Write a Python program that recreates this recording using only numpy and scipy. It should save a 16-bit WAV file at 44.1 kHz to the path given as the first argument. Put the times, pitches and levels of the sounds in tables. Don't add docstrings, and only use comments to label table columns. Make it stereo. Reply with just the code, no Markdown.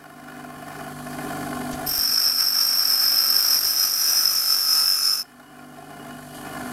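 import sys
import numpy as np
from scipy import signal
from scipy.fft import rfft, irfft, next_fast_len
from scipy.io import wavfile
from scipy.ndimage import uniform_filter1d, minimum_filter1d, map_coordinates

SR = 44100
rng = np.random.default_rng(int(sys.argv[2]) if len(sys.argv) > 2 else 0)


def unload_audio(sound):
    columns = np.transpose(np.atleast_2d(sound))
    steps = np.round(np.clip(columns, -1, 1) * 32767)
    wavfile.write(sys.argv[1], SR, steps.astype(np.int16))


N = 296352
TOUCH_S, LIFT_S = 1.863, 5.231


def amp(db):
    return 10 ** (np.asarray(db) / 20)

def unit(x):
    return x / np.sqrt(np.mean(x ** 2) + 1e-20)

def steady(x, span_s):
    return x / np.sqrt(np.abs(uniform_filter1d(x ** 2, int(span_s * SR))) + 1e-12)

def clock():
    return np.arange(N) / SR

def since(start_s):
    return np.maximum(clock() - start_s, 0)

def curves(rows):
    times, *columns = np.transpose(rows)
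    return [np.interp(clock(), times, column) for column in columns]

def along(points, hz):
    freqs, values = np.transpose(points)
    return np.interp(np.log(hz + 1), np.log(freqs + 1), values)

def wobble(rate):
    coarse = clock()[::32]
    smooth = map_coordinates(rng.standard_normal(4096), [coarse * rate], mode="wrap")
    return np.interp(clock(), coarse, smooth)

def filtered(x, response):
    size = next_fast_len(N + SR // 2, True)
    return irfft(rfft(x, size) * response(np.fft.rfftfreq(size, 1 / SR)), size)[..., :N]

def band(x, low_hz, high_hz):
    return filtered(x, lambda hz: (hz >= low_hz) & (hz < high_hz))

def hiss(spectrum):
    return unit(filtered(rng.standard_normal(N), lambda hz: amp(along(spectrum, hz))))

def resonate(x, modes, floor_db):
    def response(hz):
        peaks = sum(amp(db) ** 2 / (1 + 2 * ((hz - centre) / width) ** 2) ** 2
                    for centre, width, db in modes)
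        cepstrum = irfft(np.log(amp(floor_db) ** 2 + peaks) / 2)
        half = len(cepstrum) // 2
        return np.exp(rfft(np.r_[cepstrum[0], 2 * cepstrum[1:half], np.zeros(half)]))
    return unit(filtered(x, response))

def ring_at(x, centre_hz, width_hz):
    spin = np.exp(2j * np.pi * np.cumsum(centre_hz) / SR)
    lowpass = signal.butter(2, width_hz / 2, fs=SR, output="sos")
    return unit((signal.sosfilt(lowpass, x / spin) * spin).real)

def surface(turns, track, count):
    face = rng.standard_normal((256, count))
    return unit(map_coordinates(face, [track, turns % 1 * count], mode="grid-wrap"))

def wall(x, delay_s, share):
    return filtered(x, lambda hz: (1 + share * np.exp(-2j * np.pi * hz * delay_s)) / np.hypot(1, share))


# time in seconds, turns per second.
WHEEL_SPEED = [(0, 49.6), (1.85, 49.6), (2.3, 48.9), (2.8, 48.75), (3.45, 49.15), (3.9, 48.15), (4.2, 48.1),
               (4.45, 47.65), (5.1, 47.55), (5.4, 49.1), (5.8, 49.55), (6.72, 49.6)]

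def shaft(free_speed, calm_db_per_sag):
    speed, = curves(WHEEL_SPEED)
    turns = np.cumsum(speed + 0.0421 * wobble(9)) / SR
    return turns, calm_db_per_sag * (free_speed - speed)


# time in seconds, then shake, rattle and flange in relative dB.
SHAKE_LEVELS = [(0, 3.5, -30, -51), (.55, 3.5, -32.5, -58), (.78, 3, -33, -66), (.97, -1, -38.5, -62),
                (1.25, 1, -36, -66), (1.6, 2, -38.5, -72), (1.85, -0.5, -40.5, -72),
                (5.35, 2.5, -31, -44.5), (6.02, 4, -35.5, -44.5), (6.28, -3, -39, -54),
                (6.45, 1, -35.5, -51.5), (6.72, 0.5, -38, -53)]

def shaking(calm_db, peak_s, period_s):
    shake_db, rattle_db, flange_db = curves(SHAKE_LEVELS)
    surge_db = np.cos(2 * np.pi * (clock() - peak_s) / period_s)
    rattling_db = 2 * surge_db - calm_db
    return shake_db + surge_db - calm_db, rattle_db + rattling_db, flange_db + rattling_db


# cycles per turn, relative level in dB.
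SHAFT_TONES = [(1, -13), (2, -14), (3, -2.5), (4, -11), (5, -2.5), (6, -1.5), (8, -11.5), (9, -8.5),
               (10, -16.5), (12, -12.5), (14, -21.5), (15, -4.5), (21, -13)]
# pitch in Hz, relative level in dB.
MOTOR_TONES = [(149, -9.5), (219, -14), (249.5, 2.5), (278, -5.5), (368, -13.5), (399, -29), (764, -7.5),
               (1038, -17), (1452, -27)]
# pitch in Hz, width in Hz, relative level in dB.
BASE_MODES = [(60.2, 100, -21), (140, 94, -3.5), (276, 90, 0.5), (409, 36, 1)]

def hum(turns, shake_db, calm_db, level_db):
    spinning = sum(amp(db + wobble(3.6)) * np.sin(2 * np.pi * (order * turns + rng.random()))
                   for order, db in SHAFT_TONES)
    tones = sum(amp(db + wobble(4.02)) * np.sin(2 * np.pi * (hz * clock() + rng.random()))
                for hz, db in MOTOR_TONES)
    rumble = amp(-8) * resonate(rng.standard_normal(N), BASE_MODES, floor_db=-44)
    whole = unit(spinning + tones) + rumble
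    drone = band(whole, 0, 190)
    return amp(level_db - calm_db) * drone + amp(level_db + shake_db) * (whole - drone)


# frequency in Hz, relative level in dB.
AIR_SPECTRUM = [(1880, -49), (3200, 0), (3650, -10.5), (4670, -0.5), (5090, -8.5), (6170, -5.5), (6680, -6),
                (11500, -1), (15600, -20)]
# start in seconds, level in dB, fade time in seconds.
FINGER_SCUFFS = [(1.712, -44, 0.0049), (6.343, -42.5, 0.023)]

def air_and_scuffs(turns, level_db, throb_db):
    level = amp(level_db + throb_db * np.cos(2 * np.pi * turns))
    for start_s, db, fade_s in FINGER_SCUFFS:
        age = since(start_s) / fade_s
        level += amp(db) * 2 * np.sqrt(age) * np.exp(-age)
    return level * hiss(AIR_SPECTRUM)


# pitch in Hz, width in Hz, relative level in dB.
HOUSING_MODES = [(986, 22, -4), (1069.4, 23, 2.5), (1150, 110, -4), (1435, 118, 0), (1733, 114, -3.5),
                 (1970, 40, -13.5), (2090, 57, -9), (2370, 110, -12.5), (2522, 36, -9.5),
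                 (2945, 180, -15.5), (3770, 120, -22.5), (4540, 72, -17.5), (4630, 78, -29),
                 (5220, 110, -18.5)]
GUARD_MODES = [(638, 10, -0.5), (677, 48, 5.5), (718, 65, 3.5), (816, 49, 1)]

def bearings(turns, guard_db, rattle_db):
    throb_db = 2 * np.cos(2 * np.pi * turns)
    balls_db = np.cos(2 * np.pi * (6.9 * turns + 0.5 * wobble(60)))
    cage_db = 2.6 * np.cos(2 * np.pi * (0.48 * turns + 0.42 * wobble(20)))
    force = amp(throb_db + balls_db + cage_db + 2.4 * wobble(220))
    chatter = force * (rng.standard_normal(N) + 0.23 * surface(turns, turns / 10, count=400))
    guard = amp(guard_db) * resonate(chatter, GUARD_MODES, floor_db=-49)
    return guard + amp(rattle_db) * resonate(chatter, HOUSING_MODES, floor_db=-28.5)


def flange(turns, level_db, pitch_hz):
    rub = amp(1.5 * np.cos(2 * np.pi * turns) + 5.5 * wobble(14)) * rng.standard_normal(N)
    return amp(level_db) * ring_at(rub, np.full(N, pitch_hz), width_hz=110)


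# start in seconds, relative level in dB.
GUARD_TAPS = [(0.398, -24), (0.681, -19), (0.864, -20), (1.066, -18.5), (1.427, -20.5), (1.465, -22),
              (1.528, -19), (1.569, -21.5), (1.609, -20.5), (5.59, -16)]

def guard_taps(fade_s, gain_db):
    blows = sum(amp(db) * np.exp(-np.abs(clock() - start_s - fade_s) / fade_s)
                for start_s, db in GUARD_TAPS)
    level = amp(gain_db) * np.sqrt(np.mean(blows ** 2))
    return level * resonate(blows * rng.standard_normal(N), HOUSING_MODES + GUARD_MODES, floor_db=-43)


# start in seconds, relative level in dB.
HAND_BUMPS = [(1.735, -29), (1.814, -41), (1.88, -33), (1.917, -32), (1.984, -24.5)]

def hand_thuds(pitch_hz, fade_s, gain_db):
    thuds = np.zeros(N)
    for start_s, db in HAND_BUMPS:
        age = since(start_s)
        thuds += amp(db + gain_db) * np.sin(2 * np.pi * pitch_hz * age) * np.exp(-age / fade_s)
    return thuds


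def housing_knock(fade_s, gain_db):
    burst = np.exp(-np.abs(clock() - HAND_BUMPS[0][0]) / fade_s)
    return amp(gain_db) * burst * band(rng.standard_normal(N), 1200, 7500)


# time in seconds, share of fresh grit per turn, how flat it lies (both 0 to 1).
BIT_SEATING = [(1.86, .9, 0), (2.5, .7, 0), (3.7, .65, .05), (4.2, .5, .35), (4.5, .22, .8), (5, .22, 1),
               (5.24, .45, 1)]

def grit(turns):
    fresh, seated = curves(BIT_SEATING)
    track = np.cumsum(fresh * np.gradient(turns))
    lumps_db = 1.65 * surface(turns, track / 2, count=7)
    grains_db = 4.5 * surface(turns, track, count=40)
    graze_db = 6 * np.exp(-since(TOUCH_S) / 0.19)
    off_centre_db = (3 + graze_db) * np.cos(2 * np.pi * turns)
    bounce_db = (1 - seated) * wobble(45)
    push_db = lumps_db + grains_db + off_centre_db - bounce_db
    force = np.tanh(amp(push_db - 1.5))
    loose_grains = 0.25 * rng.standard_normal(N)
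    return force * (surface(turns, track, count=900) + loose_grains)


# pitch in Hz, width in Hz, relative level in dB.
ROCKING_MODES = [(750, 220, -25), (1280, 160, -16), (1530, 360, -15.5), (2473, 305, -20.5),
                 (3120, 120, -25), (4950, 180, -15.5), (5210, 200, -3.5), (5516, 224, -4),
                 (5370, 53, -19.5), (6230, 120, -41), (8530, 510, -16), (9230, 590, -19.5),
                 (10140, 1000, -24), (10830, 180, -21.5), (10900, 510, -47), (12300, 140, -23),
                 (12510, 406, -7), (13100, 400, -37)]
SEATED_MODES = [(800, 160, -38), (1300, 143, -14.5), (1510, 220, -20.5), (2585, 190, -21.5),
                (4920, 130, -21), (5226, 136, 1), (5426, 140, -3.5), (6160, 140, -19.5), (6820, 740, -24),
                (8580, 310, -23.5), (9050, 370, -20.5), (9700, 140, -18.5), (10330, 90, -15),
                (10870, 220, -14), (12060, 120, -13), (12620, 360, -9.5), (13100, 162, -21),
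                (14650, 500, -25)]
# time in seconds, pitch in Hz, relative level in dB.
CONTACT_RING = [(1.86, 5390, -14), (2.5, 5340, -10), (2.72, 5436, -6), (3.05, 5194, -4), (3.3, 5260, -4),
                (3.5, 5600, -15), (4.17, 5730, -6), (4.45, 5840, -14), (5.24, 5890, -20)]

def steel_ring(force):
    _, seated = curves(BIT_SEATING)
    rocking = np.sqrt(1 - seated) * resonate(force, ROCKING_MODES, floor_db=-34)
    flat = np.sqrt(seated) * resonate(force, SEATED_MODES, floor_db=-37.5)
    slide_hz, slide_db = curves(CONTACT_RING)
    slide = amp(slide_db + 2) * ring_at(force, slide_hz, width_hz=240)
    return wall(rocking + flat + slide, delay_s=0.003076, share=0.13)


# time in seconds, relative level of the ring in dB.
HAND_PRESSURE = [(2.04, -18), (2.07, -21), (2.28, -19.5), (2.35, -25.5), (2.42, -19), (2.48, -24.5),
                 (2.62, -21), (2.7, -23), (3.54, -18.5), (3.62, -23), (3.66, -18.5), (3.69, -24),
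                 (3.87, -18.5), (3.89, -24.5), (4.17, -19.5), (4.43, -23), (4.53, -19.5), (4.64, -23.5),
                 (4.75, -17.5), (5.0, -22.5), (5.05, -19.5), (5.18, -22.5)]
# time in seconds, treble level in dB, extra dB for its highest part.
FIZZ_LEVELS = [(1.9, -6, 4.5), (2.1, -13, -.5), (3.05, -10, 1.5), (3.55, -7.5, 2), (4.4, -9.5, -0.5),
               (4.8, -10.5, -2.5), (5.1, -12.5, -6.5), (5.23, -13, -1)]
# frequency in Hz, relative level in dB.
DUST_SPECTRUM = [(30, -4.5), (150, -5), (450, -2), (900, 1), (2000, -1), (3300, -3), (7000, -1),
                 (15000, -19.5)]

def grinding(steel, body_db, shriek_db, dust_db):
    press_db = uniform_filter1d(curves(HAND_PRESSURE)[0], int(0.044 * SR))
    swing_db = press_db - np.mean(HAND_PRESSURE, axis=0)[1]
    bite_db = -32 * np.exp(-since(TOUCH_S) / 0.15)
    ease_db = -12 * np.exp(-np.maximum(LIFT_S - clock(), 0) / 0.03)
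    drive_db = press_db + bite_db + ease_db
    treble_db, top_db = curves(FIZZ_LEVELS)
    fizz_db = treble_db + 0.52 * swing_db + 0.72 * bite_db + ease_db
    fizz = band(steel, 7560, 11700) + amp(top_db) * band(steel, 11280, SR)
    parts = [(band(steel, 49, 3700), drive_db + body_db),
             (band(steel, 3700, 7550), drive_db + shriek_db),
             (fizz, fizz_db)]
    ring = sum(amp(db) * steady(part, span_s=0.148) for part, db in parts)
    dust = amp(dust_db + fizz_db) * hiss(DUST_SPECTRUM)
    touching = np.clip(np.minimum(clock() - TOUCH_S, LIFT_S - clock()) / 0.00124, 0, 1)
    return touching * (ring + dust)


# frequency in Hz, seconds to fade by 60 dB.
ROOM_DECAY = [(200, 0.28), (3000, 0.47), (12000, 0.21)]
# frequency in Hz, relative level in dB.
MOTOR_RETURN = [(60, -18), (110, -35), (200, -51), (380, -10), (700, -8.5), (1290, -7), (2380, -9.5),
                (4400, -7), (8120, -33), (15000, -45)]
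BIT_RETURN = [(60, -26), (110, -30), (200, -41.5), (380, -22), (700, -14.5), (1290, -23), (2380, -39),
              (4400, -22.5), (8120, -45), (15000, -12)]

def room(motor, bit):
    sent = filtered(motor, lambda hz: amp(along(MOTOR_RETURN, hz) - 1))
    sent += filtered(bit, lambda hz: amp(along(BIT_RETURN, hz)))
    hz, age, noise = signal.stft(rng.standard_normal((2, SR // 2)), SR, nperseg=256)
    fade = amp(-60 * age / along(ROOM_DECAY, hz)[:, None])
    _, tail = signal.istft(noise * fade, SR, nperseg=256)
    delayed = np.pad(sent, (200, 0))[None]
    return signal.fftconvolve(delayed, tail / np.linalg.norm(tail[0]), axes=1)[:, :N]


def gain_control(x, knee_db, squeeze, sense_s, hold_s, recover_db_per_s, start_db):
    memory = np.exp(-1 / (sense_s * SR))
    power = signal.lfilter([1 - memory], [1, -memory], np.mean(x ** 2, axis=0))
    wanted_db = -squeeze * np.maximum(10 * np.log10(power + 1e-12) - knee_db, 0)
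    half = int(hold_s * SR / 2)
    held_db = minimum_filter1d(wanted_db, 2 * half + 1, origin=half, mode="nearest")
    climb_db = recover_db_per_s * clock()
    gain_db = climb_db + np.minimum(np.minimum.accumulate(held_db - climb_db), start_db)
    return x * amp(gain_db)


def scene():
    turns, calm_db = shaft(free_speed=49.6, calm_db_per_sag=4)
    shake_db, rattle_db, flange_db = shaking(calm_db, peak_s=0.34, period_s=0.478)
    motor = hum(turns, shake_db, calm_db, level_db=-33)
    motor += wall(air_and_scuffs(turns, level_db=-43, throb_db=1.3), delay_s=0.002905, share=0.4)
    motor += bearings(turns, guard_db=shake_db - 37.5, rattle_db=rattle_db)
    motor += flange(turns, flange_db, pitch_hz=2922)
    motor += guard_taps(fade_s=0.003, gain_db=-5)
    motor += housing_knock(fade_s=0.0085, gain_db=-27.5)
    thuds = hand_thuds(pitch_hz=55, fade_s=0.0087, gain_db=4.5)
    bit = grinding(steel_ring(grit(turns)), body_db=0.82, shriek_db=18, dust_db=-13)
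    return motor * amp([[0.35], [-0.35]]) + thuds + bit + room(motor, bit)


def record(dry):
    ducked = gain_control(dry, knee_db=-28.5, squeeze=0.61, sense_s=0.017, hold_s=0.42,
                          recover_db_per_s=13, start_db=-18)
    return band(ducked, 0, 15780)


dry = scene()
out = record(dry)
unload_audio(out)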